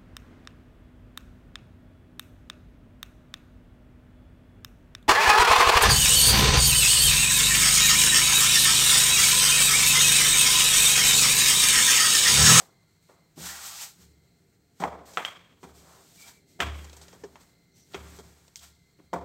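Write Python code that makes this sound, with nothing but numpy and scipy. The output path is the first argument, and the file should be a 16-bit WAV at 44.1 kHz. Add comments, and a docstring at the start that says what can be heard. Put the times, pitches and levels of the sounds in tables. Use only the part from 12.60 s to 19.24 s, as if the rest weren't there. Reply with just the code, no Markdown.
"""Dough on a steel counter

Hands and a wooden rolling pin work dough close to the microphone. Blows crack, ring the modes of the
steel sheet and boom late in the cabinet below. Palm and pin strokes hiss with grains of flour noise;
the pin rasps and squeaks. A quiet kitchen is shaped noise with a faint wavering whine of close lines."""
import sys
import numpy as np
from scipy import signal
from scipy.fft import rfft, irfft
from scipy.io import wavfile
from scipy.ndimage import uniform_filter1d

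SR = 44100
rng = np.random.default_rng(int(sys.argv[2]) if len(sys.argv) > 2 else 0)


def to_wav(sig):
    """Store sig (one row per channel, or 1-D mono) as 16-bit WAV at the path in sys.argv[1].

    Samples outside -1..1 are clipped; the rate is SR.
    """
    pcm = np.clip(np.atleast_2d(sig), -1, 1) * 32767
    pcm = np.round(pcm).astype(np.int16)
    wavfile.write(sys.argv[1], SR, pcm.T)  # frames by channels


N = 292824


def undb(db):
    """Gain of a dB value."""
    return 10 ** (np.asarray(db) / 20)


def unit(x):
    """Scale to rms 1."""
    return x / np.sqrt(np.mean(x ** 2))


def band(x, lo_hz, hi_hz, order=2):
    """Band-pass filter."""
    edges_hz = [lo_hz, min(hi_hz, .45 * SR)]
    return signal.sosfilt(signal.butter(order, edges_hz, "band", fs=SR, output="sos"), x)


def colour(x, hz, db):
    """Shape the spectrum by (frequency, level) points, log-frequency interpolation."""
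    f = np.fft.rfftfreq(len(x), 1 / SR) + 1
    return irfft(rfft(x) * undb(np.interp(np.log(f), np.log(hz), db)), len(x))


def narrow(hz, width_hz):
    """Noise in a narrow band, rms 1."""
    return unit(band(rng.standard_normal(N), hz - width_hz / 2, hz + width_hz / 2))


def grit(spread_db, size=N):
    """Dense grains of uneven size."""
    return rng.standard_normal(size) * undb(spread_db * rng.exponential(size=size))


def walk(rate_hz):
    """Random levels held 1 / rate_hz, smoothed twice over the same span; spread near 1."""
    k = int(SR / rate_hz)
    steps = np.repeat(rng.standard_normal(N // k + 1), k)
    return 1.3 * uniform_filter1d(uniform_filter1d(steps, k), k)[:N]


def curves(table):
    """Columns of a (time [s], value, ..) table, one value a sample."""
    s, *columns = np.transpose(table)
    return [np.interp(np.arange(N) / SR, s, c) for c in columns]


def fade(t, t60_s):
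    """Exponential decay, 60 dB in t60_s."""
    return np.exp(-np.log(1000) * t / t60_s)


def ring(t, modes, extra_db, waver=1):
    """Decaying sine modes of alternating sign, each with its own extra weight and waver."""
    hz, db, t60_s = np.transpose(modes)[:, :, None]
    sign = (-1.) ** np.arange(len(modes))[:, None]
    gain = sign * undb(db + extra_db[:len(modes), None])
    return np.sum(gain * fade(t, t60_s) * np.sin(2 * np.pi * hz * t) * waver, axis=0)


# room noise spectrum: (frequency [Hz], relative density [dB per Hz])
ROOM_SPECTRUM = [(60, -5.5), (176, 0.5), (256, -19), (363, -11.5), (500, -24.5), (800, -34.5), (2700, -41),
                 (8200, -34), (16000, -33)]
ROOM_DB = -64.5


def room_air():
    """Steady room noise: shaped noise with a slow level waver."""
    air = unit(colour(rng.standard_normal(N), *np.transpose(ROOM_SPECTRUM)))
    return air * undb(ROOM_DB + 1.2 * walk(4.5))


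# rough whine lines, full when on: (frequency [Hz], level [dB], width [Hz])
WHINE_LINES = [(2120, -78, 110), (4200, -73.5, 460)]
# clean whine line, before gating: (frequency [Hz], level [dB])
WHINE_TONE = (2066, -77.5)
# whine stands out: (start [s], length [s])
WHINE_SPANS = [(0.08, 0.62), (1.36, 0.42), (3.26, 0.19), (3.74, 0.3), (4.7, 0.6), (6.1, 0.45)]


def whine():
    """Thin whine: narrow noise lines and a phase-wavering sine that come and go."""
    t = np.arange(N) / SR
    gate = sum(1. * (t > start) * (t < start + length) for start, length in WHINE_SPANS)
    on = uniform_filter1d(gate, size=4000)
    rough = sum(undb(db) * narrow(hz, width_hz) for hz, db, width_hz in WHINE_LINES)
    tone_hz, tone_db = WHINE_TONE
    level = undb(tone_db + 3.4 * walk(12.0)) * np.sqrt(2)
    clean = level * np.sin(2 * np.pi * tone_hz * t + walk(27))
    return rough * (0.5 + .5 * on) + clean * (0.16 + on)


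def kitchen():
    """Quiet room: air noise plus whine."""
    return room_air() + whine()


# palm and pin slides: (start [s], rise [s], hold [s], sag over hold [dB], grit [dB], drag [dB])
STROKES = [(0.0, 0.00074, 0.028, 1, -53.5, -63), (0.393, 0.036, 0.11, -1, -64.5, -73),
           (0.751, 0.062, 0.056, 6, -39.5, -49), (0.866, 0.021, 0.13, -2.5, -37.5, -43.5),
           (0.988, 0.07, 0.13, -5.5, -34.5, -44.5), (1.143, 0.075, 0.017, -2, -32.5, -43),
           (1.327, 0.086, 0.005, 3, -53.5, -61), (2.138, 0.087, 0.023, 2, -54, -62.5),
           (2.448, 0.011, 0.22, 3.5, -54.5, -59.5), (2.974, 0.049, 0.07, 0.5, -60, -74),
           (3.127, 0.028, 0.37, 0, -55.5, -65), (3.523, 0.036, 0.063, 4.5, -51.5, -63.5),
           (3.617, 0.057, 0.0092, 3.5, -47, -53), (3.853, 0.033, 0.049, -0.5, -61.5, -74),
           (4.04, 0.14, 0.36, -2.5, -55, -56.5), (4.52, 0.067, 0.33, -5, -61.5, -65.5),
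           (4.785, 0.026, 0.018, -3.5, -55, -62), (5.13, 0.039, 0.17, -5, -61.5, -75),
           (5.293, 0.032, 0.25, 4.5, -57, -60), (5.58, 0.059, 0.31, -7, -59, -63),
           (5.996, 0.045, 0.0086, -6, -44.5, -51)]
RELEASE_DB_PER_S, RISE_POWER = 207, 1.42
REST_GRIT_DB, REST_DRAG_DB = -71.5, -73.5  # hands stirring between strokes


def strokes():
    """Gains of grit and drag: each stroke swells, holds with a level slope, dies away; powers add."""
    power = np.ones((2, N)) * undb([[REST_GRIT_DB], [REST_DRAG_DB]]) ** 2
    for s, rise, hold, sag_db, grit_db, drag_db in STROKES:
        rise, hold = max(rise, 1e-3), max(hold, 1e-3)
        at = slice(int(s * SR), min(int(s * SR) + SR, N))
        t = np.arange(N)[at] / SR
        late = t - s - rise
        swell = np.clip((t - s) / rise, 0, 1) ** RISE_POWER
        slope_db = sag_db * np.clip(late / hold, 0, 1)
        release_db = RELEASE_DB_PER_S * np.maximum(late - hold, 0)
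        shape = swell * undb(slope_db - release_db)
        power[:, at] += (undb([[grit_db], [drag_db]]) * shape) ** 2
    return np.sqrt(power)


# steel sheet modes, also rung by the blows: (frequency [Hz], relative level [dB], t60 [s])
STEEL = [(176.25, 4.5, 0.5), (386.7, 0.5, 0.48), (474, -2, 0.21), (682, -4, 0.79), (700.5, -0.5, 0.35),
         (783, 1, 0.389), (946, -4.5, 0.3), (1250, -4.5, 0.32), (1393, -1, 0.3), (1594, -4, 0.35),
         (1884, -7.5, 0.31), (2370, -8, 0.45), (3240, -3.5, 0.46)]


def stirred_sheet(grains):
    """Grains excite the sheet's modes by convolution, rms 1."""
    t = np.arange(SR // 2) / SR
    return unit(signal.fftconvolve(grains, ring(t, STEEL, np.zeros(64)))[:N])


# hollow under the sweeping palm: (time [s], frequency [Hz])
CUP = [(0.82, 1352), (0.92, 1897), (1.02, 1247), (1.17, 1257), (1.23, 3700)]
CUP_DB = -1.5  # against the drag


def cupped_palm():
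    """Gliding resonance of the palm's hollow: a sine with fast random amplitude."""
    n = np.arange(N)
    gate = (n > CUP[0][0] * SR) * (n < CUP[-1][0] * SR)
    phase = 2 * np.pi * np.cumsum(curves(CUP)[0]) / SR
    return undb(CUP_DB) * gate * walk(500) * np.sin(phase)


# low rumble: (time [s], level [dB])
ROLL = [(0.0, -68), (4.53, -56), (5.05, -64.5), (5.59, -53), (5.81, -65), (6.64, -66.5)]
FLOUR_DB = -4.5  # finest flour hiss against the grit


def rubbing():
    """Flour grit under palm and pin; drag and rumble also stir the sheet's modes."""
    hiss, pull = strokes()
    rumble_db, = curves(ROLL)
    grains = grit(1.0) * undb(1.1 * walk(40))
    sheet = stirred_sheet(grains)
    drag = unit(unit(band(grains, 700, 2180, order=3)) + 0.97 * band(sheet, 1000, 6000))
    drag = drag + cupped_palm()
    rumble = unit(unit(band(sheet, 53, 450)) + 1.48 * unit(band(grains, 67.5, 310)))
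    fine = unit(band(grains, 3300, 12540)) + undb(FLOUR_DB) * unit(band(grains, 19000, 21400))
    side = band(hiss * grit(1.3), 6670, 11500)
    wide = undb(-22.0) * side * np.array([[1], [-1]])  # opposite sign left and right
    return hiss * fine + pull * drag + undb(rumble_db) * rumble + wide


# pin sticks and lets go: (time [s], level [dB], centre [Hz], t60 [s])
SLIPS = [(2.5343, -44, 5540, 0.1), (4.2433, -43, 4770, 0.064), (4.2954, -40.5, 4200, 0.027),
         (4.329, -42, 5000, 0.056), (4.3655, -40.5, 7200, 0.056), (4.4135, -45.5, 5600, 0.17),
         (4.4813, -42.5, 5000, 0.038), (5.335, -40, 2600, 0.081), (5.879, -48, 5000, 0.029)]


def slips():
    """Stick-slip rasps: short grit bursts, each with its own colour and decay."""
    out, t = np.zeros(N + SR), np.arange(4096) / SR
    attack = 1 - np.exp(-t / 0.0011)
    for s, db, hz, t60_s in SLIPS:
        noise = grit(1.5, size=len(t))
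        rasp = unit(band(noise, hz / 1.86, hz * 1.59)) + 0.6 * unit(band(noise, 450, 900))
        at = int(s * SR)
        out[at:at + len(t)] += undb(db) * rasp * fade(t, t60_s) * attack
    return out[:N]


# pin squeaks and scuffs: (centre time [s], half length [s], level [dB], frequency [Hz], width [Hz])
SQUEAKS = [(3.33, 0.11, -54, 910, 800), (3.63, 0.04, -51, 2320, 110), (3.76, 0.042, -64, 2313, 60),
           (5.205, 0.065, -63, 5880, 730)]


def squeaks():
    """Rough squeaks: narrow noise under a Gaussian swell."""
    t = np.arange(N) / SR
    return sum(undb(db) * np.exp(-((t - s) / half) ** 2) * narrow(hz, width_hz)
               for s, half, db, hz, width_hz in SQUEAKS)


LEAD = 1024  # samples; room for a contact's build-up before its peak
RING = 30000  # samples a blow rings on


def contact_crack(noise, touch, hard, contact_ms, favour_hz, click=0.79):
    """Noise while the bodies touch; hard contacts click more, longer ones pass less treble."""
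    crack = (noise * np.sqrt(touch) * np.exp(-2.5 * touch))[:SR // 10]
    crack[:2] += click * (4 + 12 * hard ** 2) / max(contact_ms, .5)
    crack += 13.0 * band(crack, favour_hz / 1.05, favour_hz * 1.05, order=1)
    crack += 8.0 * band(crack, 5100, 6400, order=1)  # the wood's own bright tock
    cutoff_hz = min(7000 + 6900.0 / contact_ms ** 2, 20000)
    return signal.sosfilt(signal.butter(4, cutoff_hz, fs=SR, output="sos"), crack)


ROUGH, ROUGH_HZ = 0.55, 2200  # uneven share (0-1) of the modes, full above ROUGH_HZ


def mode_waver():
    """Each mode is a cluster of close neighbours, so it beats unevenly."""
    share = ROUGH * np.minimum(np.array(STEEL)[:, :1] / ROUGH_HZ, 1)
    return 1 - share + share * np.array([walk(280) for _ in STEEL])


# unresolved modes and room: (frequency [Hz], relative level [dB], t60 [s])
WASH = [(278, 2.5, 0.85), (706, 4, 0.43), (2580, -13, 0.8), (5600, -3, 0.17)]
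FAVOUR_DB, HARD_FAVOUR_DB = 8, 5.5  # lift of the favoured mode; added for bare wood


def sheet_tail(t, noise, touch, hard, favour_hz, waver, flutter_db, modes_db=-2.0):
    """Sheet modes and wash; the struck spot favours one mode, the near part dies first."""
    detune = np.log(np.array(STEEL)[:, 0] / favour_hz) / .05
    favour_db = (FAVOUR_DB + HARD_FAVOUR_DB * hard) * np.exp(-detune ** 2)
    tail = undb(modes_db) * ring(t, STEEL, favour_db, waver)
    for hz, db, t60_s in WASH:
        tail += undb(db) * unit(band(noise, hz / 1.38, hz * 1.58, order=1)) * fade(t, t60_s)
    return tail * (1 - np.exp(-touch)) * (1 + 2.93 * fade(t, 0.07)) * undb(flutter_db)


# cabinet modes: (frequency [Hz], relative level [dB], t60 [s])
BOOM = [(73.5, 14, 0.75), (109, 8, 0.4)]
BOOM_RISE_S = 0.043


def cabinet_boom(t, extra_db):
    """Low cabinet modes that swell late, each with its own extra weight."""
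    return ring(t, BOOM, extra_db) * (1 - np.exp(-t / BOOM_RISE_S)) ** 2


# (time [s], level [dB], hardness [0 dough - 1 bare wood], thud re level [dB], tick re level [dB],
#  boom [dB], contact [ms], ring re crack [dB], favoured mode [Hz])
BLOWS = [(0.003, -40, 0.52, -6.5, -6.5, -86, 4.5, -16.5, 750),
         (0.49, -54, 0.51, -3.5, -23, -81, 6.8, -6, 560),
         (0.77, -52.5, 0.066, 19.5, -11, -53.5, 59, -16, 176),
         (1.385, -84, 0.94, 32, 21, -57.5, 21, -8, 182.7), (2.2, -39, 0.5, -1, -4, -47.5, 4.9, -6.5, 182),
         (2.221, -27, 0.21, -10, -50, -54.5, 2.7, -17.5, 704),
         (2.238, -14, 0.37, -7.5, -19, -61, 3.8, -22, 727),
         (2.573, -11.5, 0.85, -18, -15, -69.5, 1.6, -24, 1300),
         (2.650, -17, 0.96, -32, -6.5, -84, 5.1, -24.5, 3240),
         (3.031, -40.5, 0.6, 1, -6.5, -56.5, 7.5, -12.5, 890),
         (3.991, -50, 0.56, 6.5, -9, -78, 10, 1.5, 690),
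         (4.0036, -12.5, 0.89, -18.5, -6, -34, 1.4, -23, 1790),
         (4.0066, -15.5, 1, -23, -22, -60, 5.4, -21.5, 3100),
         (4.528, -45.5, 0.45, 1, 0.5, -58.5, 11, -15, 470),
         (4.636, -36.5, 0.35, 4.5, -2.5, -82.5, 16, -25, 401),
         (4.757, -36.5, 0.69, -10, -9.5, -67, 3.8, -24, 946),
         (5.345, -25, 0.79, -6, -8, -45.5, 8.1, -20, 397),
         (5.588, -41, 0.55, -1.5, 2, -57.5, 3.8, -18.5, 422),
         (5.9584, -44, 0.94, -38, 24.5, -60, 0.55, -28, 2150),
         (6.39, -57.5, 0.7, 6.5, -15, -67, 5.4, -15.5, 302),
         (6.5315, -25.5, 0.27, 0.5, -13, -47, 3.3, -15, 718)]
# edges of the five tone bands: (frequency [Hz])
BAND_EDGES_HZ = [140, 500, 1100, 2200, 3500, 16000]
# three middle bands for dough, for bare wood: (level [dB])
SOFT_DB = [8, -7.5, -22.5]
HARD_DB = [-10.5, -2, 1.4]


def blows():
    """Crack, sheet ring and late boom; band levels make dough dull, bare wood on steel bright."""
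    out, t = np.zeros(N + LEAD + RING), np.arange(RING) / SR
    flutter_db = 2 * walk(130)  # loose parts rattle on, so the ring is lumpy
    waver = mode_waver()
    for s, peak_db, hard, thud_db, tick_db, boom_db, contact_ms, ring_db, favour_hz in BLOWS:
        at = int(s * SR)
        chance_db, noise = rng.standard_normal(64), rng.standard_normal((2, RING))
        touch = t * 1000 / max(contact_ms, .5)  # time in contact lengths
        crack = contact_crack(noise[0], touch, hard, contact_ms, favour_hz)
        waver_now = np.roll(waver, -at, axis=1)[:, :RING]
        flutter_now_db = np.roll(flutter_db, -at)[:RING]
        tail = sheet_tail(t, noise[1], touch, hard, favour_hz, waver_now, flutter_now_db)
        middle_db = np.array(SOFT_DB) + hard * np.subtract(HARD_DB, SOFT_DB)
        tone_db = [thud_db, *middle_db, tick_db]
        for lo, hi, db in zip(BAND_EDGES_HZ, BAND_EDGES_HZ[1:], tone_db):
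            sos = signal.butter(2, [lo, hi], "band", fs=SR, output="sos")
            fast = signal.sosfiltfilt(sos, np.pad(crack, (LEAD, 0)))  # zero phase: builds up early
            slow = band(tail, lo, hi, order=4)
            out[at:at + len(fast)] += undb(peak_db + db) * fast / np.abs(fast).max()
            out[at + LEAD:at + LEAD + RING] += undb(peak_db + db + ring_db) * slow
        out[at + LEAD:at + LEAD + RING] += undb(boom_db) * cabinet_boom(t, chance_db[32:])
    return out[LEAD:LEAD + N]


def scene():
    """All sources at the microphone, two channels."""
    return kitchen() + rubbing() + slips() + squeaks() + blows()


# microphone response: (frequency [Hz], level [dB])
MIC = [(5500, -3.5), (8300, -1.5), (9500, -14.5), (13000, -5.5), (16000, -3)]
BASS_CUT_HZ, TOP_HZ = 48, 15750


def record(dry):
    """The microphone port dips the treble near 9.5 kHz; bass and top are cut."""
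    dry = np.array([colour(channel, *np.transpose(MIC)) for channel in dry])
    dry = signal.sosfilt(signal.butter(2, BASS_CUT_HZ, "high", fs=SR, output="sos"), dry)
    return signal.sosfilt(signal.ellip(10, .2, 80, TOP_HZ, fs=SR, output="sos"), dry)


dry = scene()
out = record(dry)
to_wav(out)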